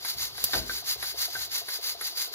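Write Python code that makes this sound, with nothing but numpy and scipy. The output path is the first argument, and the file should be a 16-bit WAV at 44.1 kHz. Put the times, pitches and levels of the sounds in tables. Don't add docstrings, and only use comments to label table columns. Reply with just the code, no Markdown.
import sys
import numpy as np
from scipy import signal
from scipy.fft import rfft, irfft
from scipy.io import wavfile
from scipy.ndimage import uniform_filter1d

SR = 44100
rng = np.random.default_rng(int(sys.argv[2]) if len(sys.argv) > 2 else 0)


def file_out(sig):
    cols = np.atleast_2d(sig).T
    lim = np.clip(cols, -1, 1)
    pcm = np.round(lim * 32767).astype(np.int16)
    wavfile.write(sys.argv[1], SR, pcm)


N = 103414

THUD_S = 0.532


def steam(room):
    # peak_s, level_db (relative), rise_s, fall_s
    puffs = [(0.1, -28, 0.048, 0.03), (0.227, -26.5, 0.034, 0.042), (0.439, -31, 0.061, 0.074),
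             (0.561, -25.5, 0.033, 0.036), (0.766, -29.5, 0.073, 0.032), (0.901, -23.5, 0.029, 0.032),
             (1.09, -29.5, 0.07, 0.03), (1.222, -23, 0.03, 0.034), (1.335, -34.5, 0.038, 0.048),
             (1.428, -29, 0.059, 0.028), (1.556, -25, 0.028, 0.04), (1.748, -29, 0.051, 0.026),
             (1.878, -26, 0.035, 0.038), (2.07, -28.5, 0.044, 0.036), (2.207, -25, 0.031, 0.042),
             (2.390, -18, 0.031, 0.025)]
    # (relative, per Hz)
    jet_colour = [(150, -22), (400, -19), (900, -8.5), (1300, -8.5), (1600, -5), (2200, -5), (2800, -4.5),
                  (3400, 0), (4100, 6), (4700, -1), (5100, -2.5), (6000, -3.5), (7300, -1.5), (8200, -8.5),
                  (9500, -1), (11000, -2.5), (12200, -6), (14000, -2.5), (15400, 0.5), (16000, -0.5)]
    # frequency_hz, width_hz, added_gain_db (over the jet)
    hollow_modes = [(2095, 26, 8.5), (2145, 43, -4), (2760, 9.7, 10), (4030, 27, 2.5), (4480, 21, 13),
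                    (4810, 69, 17), (5160, 40, -3), (4870, 34, 10), (5320, 29, 9.5), (5610, 78, 5),
                    (6170, 43, 9.5), (6520, 44, 1.5), (6740, 22, 6), (7420, 39, 0)]
    leak_db, puff_exponent, jet_db = -52, 2.07, -3
    flutter_db, flutter_hz = 1.21, 71
    droplets_per_s, droplet_db, droplet_scatter_db = 18, 15.5, 2

    t = np.arange(N) / SR
    power = amp(leak_db) ** 2
    for peak, db, rise, fall in puffs:
        distance = np.abs((t - peak) / np.where(t < peak, rise, fall))
        power = power + amp(db) ** 2 * np.exp(-distance ** puff_exponent)
    flutter = amp(flutter_db * waver(flutter_hz))

    droplet_gain = amp(droplet_db + droplet_scatter_db * noise())
    droplets = (rng.random(N) < droplets_per_s / SR) * droplet_gain
    phase, _, _ = stereo_image()
    jet = spread(noise, room) + through(droplets, phase)

    hollow = 1
    for hz, width, db in hollow_modes:
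        hollow = hollow + amp(db) / (1 + (2 * (bins() - hz) / width) ** 2)
    return amp(jet_db) * through(jet * np.sqrt(power) * flutter, colour(jet_colour) * hollow)


def knocks(room):
    # start_s, clack_db,
    # lid_ring_db, high_tick_db (relative)
    hits = [(0.048, -31, -52, -25), (0.3794, -34, -57, -33.5), (0.5334, -22, -20.5, -46),
            (0.6948, -31, -24.5, -53), (1.0264, -27, -35, -24), (1.3512, -33, -25.5, -46),
            (1.6846, -32, -49, -28), (2.0107, -31.5, -49, -23.5), (2.3385, -33.5, -56, -21.5)]
    # (relative, per Hz)
    clack_colour = [(150, -20.5), (420, -2.5), (800, -1), (1200, 0), (1650, 5.5), (2200, 4.5), (2800, -10),
                    (3800, 5), (6000, -13.5), (8000, -35.5), (15000, -16.5)]
    # frequency_hz, level_db (relative), t60_s
    lid_modes = [(1429, -11, 0.087), (1538, -3, 0.068), (1613, -14.5, .06), (1920, -22, 0.055),
                 (2075, -15.5, .06)]
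    # frequency_hz, level_db (relative), t60_s
    tick_modes = [(11130, -2, 0.025), (11270, 2, 0.012), (8380, -23, 0.021)]
    contact_t60_s, rattle_t60_s, rattle_db, clack_db = 0.048, 0.16, -4.5, -4
    chatter_db, chatter_hz = -0.5, 250
    bounce_s = 0.0017

    envelope = 0
    for start, db, _, _ in hits:
        tail = amp(rattle_db) * fade(start, rattle_t60_s)
        envelope = envelope + amp(db) * (fade(start, contact_t60_s) + tail)
    chatter = amp(chatter_db * waver(chatter_hz))
    clack = amp(clack_db) * through(spread(noise, room) * envelope * chatter, colour(clack_colour))

    lid = ring(lid_modes, [(start, lid_db) for start, _, lid_db, _ in hits])
    tick = ring(tick_modes, [(start + bounce_s, tick_db) for start, _, _, tick_db in hits])
    return clack + point(lid + tick, room)


def bumps():
    # frequency_hz, level_db (relative), t60_s
    mode_groups = [
        [(444.3, 2.5, .11), (547, -8, 0.14)],
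        [(692.6, 0.5, 0.075), (950, -13, 0.027)],
        [(760, -6, 0.11), (800, -16, 0.088), (1180, -12, 0.02)],
    ]
    # start_s, low_db, middle_db, high_db (relative, by group)
    contacts = [(.144, -50.5, -46, -46), (.304, -56, -54, -52), (.380, -47.5, -56, -38.5),
                (.490, -52, -40, -40), (.822, -54, -46, -41), (.959, -42, -47, -44),
                (1.142, -40.5, -45.5, -42), (1.280, -47, -38.5, -36.5), (1.364, -50, -46, -35),
                (1.475, -53, -46, -61), (1.616, -45, -39.5, -60), (1.788, -44, -45.5, -62),
                (1.948, -46.5, -40, -43), (2.124, -60, -44.5, -50), (2.276, -47.5, -45, -50),
                (2.315, -46.5, -55, -50)]
    bump_db = -1

    out = 0
    for k, modes in enumerate(mode_groups):
        hits = [(row[0], row[k + 1]) for row in contacts]
        out = out + (-1) ** k * ring(modes, hits)
    return amp(bump_db) * out


def spit():
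    # (relative, per Hz)
    spit_colour = [(100, -7), (600, -11), (2000, -12.5), (4000, 1.5), (7000, -3), (10000, 1), (12500, 11.5),
                   (14500, -0.5), (16000, -1)]
    start_s, right_lag_s = 0.4401, 0.000125
    crack_db, crack_t60_s = -1.5, 0.0013
    splatter_db, splatter_t60_s, splatter_lag_s = -15.5, 0.022, 0.0013
    spray_db, spray_t60_s = -23.5, 0.11

    crack = amp(crack_db) * np.sign(noise()) * fade(start_s, crack_t60_s)
    splatter = amp(splatter_db) * fade(start_s + splatter_lag_s, splatter_t60_s)
    spray = amp(spray_db) * fade(start_s, spray_t60_s)
    delay = np.exp(-2j * np.pi * bins() * np.array([[0], [right_lag_s]]))
    wet = np.array([noise(), noise()]) * (splatter + spray)
    return through(through(crack, delay) + wet, colour(spit_colour))


def thud():
    # low_hz, high_hz, level_db (relative), swell_s, t60_s
    bands = [(46.3, 82, -34.5, 0.048, 0.34), (72, 210, -39.5, 0.043, 0.57), (293, 450, -39.5, 0.0028, 0.63),
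             (382, 860, -29, 0.0075, 0.22), (960, 5600, -32, 0.0022, 0.35)]
    age = np.maximum(np.arange(N) / SR - THUD_S, 0)
    out = 0
    for low, high, db, swell, t60 in bands:
        bandpass = signal.butter(3, [low, high], "bandpass", fs=SR, output="sos")
        band = unit(signal.sosfilt(bandpass, noise()))
        build_up = 1 - np.exp(-(age / swell) ** 2)
        out = out + amp(db) * band * build_up * fade(THUD_S, t60)
    return out


def boom():
    # frequency_hz, level_db (relative), t60_s
    room_modes = [(53.2, -33, 0.65), (111.7, -31, 0.32), (255, -35.5, 0.48), (358, -41, 0.38),
                  (646, -32, 0.37)]
    return point(ring(room_modes, [(THUD_S, 0)], attack_s=0.059), 0)


def background(room):
    # time_s, level_db
    rumble_level = [(0, -55), (.08, -72), (.17, -53), (.3, -57), (.5, -59), (.8, -60.5), (1.0, -59),
                    (1.18, -63), (1.4, -56.5), (1.6, -70), (1.8, -70), (1.88, -64.5), (2.34, -75)]
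    # (relative, per Hz)
    rumble_colour = [(20, -44), (36, -38), (48, -3), (65, 4.5), (85, -11.5), (112, 2.5), (150, -9),
                     (220, -14.5), (500, -20), (2000, -67)]
    # (relative, per Hz)
    boil_colour = [(60, -24), (220, -21.5), (330, -4), (430, -1.5), (580, -5.5), (750, -2), (1100, -4.5),
                   (1550, -8.5), (2200, -11), (4500, 5), (7000, -16.5), (12000, -40)]
    boil_db = -46

    level_db = np.interp(np.arange(N) / SR, *np.array(rumble_level).T)
    rumble = amp(level_db) * through(spread(noise, room), colour(rumble_colour))
    simmer = amp(boil_db) * through(spread(noise, room), colour(boil_colour))
    return rumble + simmer


def echoes():
    near_t60_s, kitchen_t60_s, kitchen_db, first_echo_s = 0.05, 0.4, -12, 0.0012
    near = unit(fade(first_echo_s, near_t60_s))
    far = amp(kitchen_db) * unit(fade(first_echo_s, kitchen_t60_s))
    response = rfft(np.array([near * noise() + far * noise() for _ in range(2)]), 2 * N)
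    broad_power = uniform_filter1d(np.abs(response) ** 2, size=900)
    return response / np.sqrt(broad_power)


def stereo_image():
    # frequency_hz, left_lead_rad, likeness (0-1), left_minus_right_db
    image = [(50, .3, .95, 2), (200, 0, .6, 5), (505, 1.1, .45, 3.5), (1110, .8, .5, 3.5),
             (1900, 1.5, .7, 1), (2500, 2.6, .65, 1), (4000, 3.3, .68, 3), (4700, 3.5, .8, .5),
             (5900, 4.8, .58, 0), (7050, 4.8, .6, 1), (7750, 3.2, 1, 0), (9400, 3.1, 1, 0),
             (10000, 2.2, .66, 0), (10650, .8, .6, 0), (11600, 0, 1, 0), (13400, 0, 1, 0),
             (14600, -1.7, .52, 0), (15500, -2.9, .92, 0)]
    side = np.array([[1], [-1]])
    phase = np.exp(1j * side * over_hz(image, axis=1) / 2)
    likeness = np.clip(over_hz(image, axis=2), 0, 0.997)
    balance = amp(side * over_hz(image, axis=3) / 2)
    return phase, likeness, balance


def spread(source, room):
    diffuse_echo_db, unrelated_db = -4.5, -1.5
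    phase, likeness, balance = stereo_image()
    diffuse = np.sqrt(1 - likeness) * balance
    direct = np.sqrt(likeness) * phase * balance
    core = through(source(), direct + amp(diffuse_echo_db) * diffuse * room)
    fringes = through(np.array([source(), source()]), diffuse)
    return core + amp(unrelated_db) * fringes


def point(x, room):
    phase, _, balance = stereo_image()
    return through(x, (phase + room) * balance)


def ring(modes, hits, attack_s=0.0012):
    t = np.arange(N) / SR
    push = np.zeros(N)
    for start, db in hits:
        push[min(int(start * SR), N - 1)] += amp(db)
    tone = sum(amp(db) * np.sin(2 * np.pi * hz * t) * fade(0, t60) for hz, db, t60 in modes)
    onset = 1 - np.exp(-t / attack_s)
    return through(push, rfft(tone * onset, 2 * N))


def waver(hz):
    return unit(through(noise(), 1 / (1 + (bins() / hz) ** 2)))


def fade(start, t60):
    age = np.arange(N) / SR - start
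    return (age >= 0) * np.exp(-np.log(1000) * np.clip(age / t60, 0, 10))


def noise():
    return rng.standard_normal(N)


def colour(table):
    cepstrum = irfft(np.log(unit(amp(over_hz(table)))))
    cepstrum[1:N] *= 2
    cepstrum[N + 1:] = 0
    return np.exp(rfft(cepstrum))


def through(x, response):
    return irfft(rfft(x, 2 * N) * response)[..., :N]


def over_hz(table, axis=1):
    rows = np.array(table, float)
    return np.interp(np.log(bins()), np.log(rows[:, 0]), rows[:, axis])


def bins():
    return np.maximum(np.fft.rfftfreq(2 * N, 1 / SR), 1)


def amp(db):
    return 10 ** (np.asarray(db) / 20)


def unit(x):
    return x / np.sqrt(np.mean(x ** 2))


def scene():
    jet_echo_db, bump_echo_db = -9.5, -4.5
    room = echoes()
    cooker = steam(amp(jet_echo_db) * room) + knocks(room) + spit()
    cooker = cooker + point(bumps(), amp(bump_echo_db) * room)
    return cooker + spread(thud, room) + boom() + background(room)


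def record(dry):
    low_cut_hz, top_hz = 28, 15600
    high_pass = signal.butter(4, low_cut_hz, "highpass", fs=SR, output="sos")
    low_pass = signal.ellip(10, 0.2, 80, top_hz, fs=SR, output="sos")
    return signal.sosfilt(low_pass, signal.sosfilt(high_pass, dry))


dry = scene()
out = record(dry)
file_out(out)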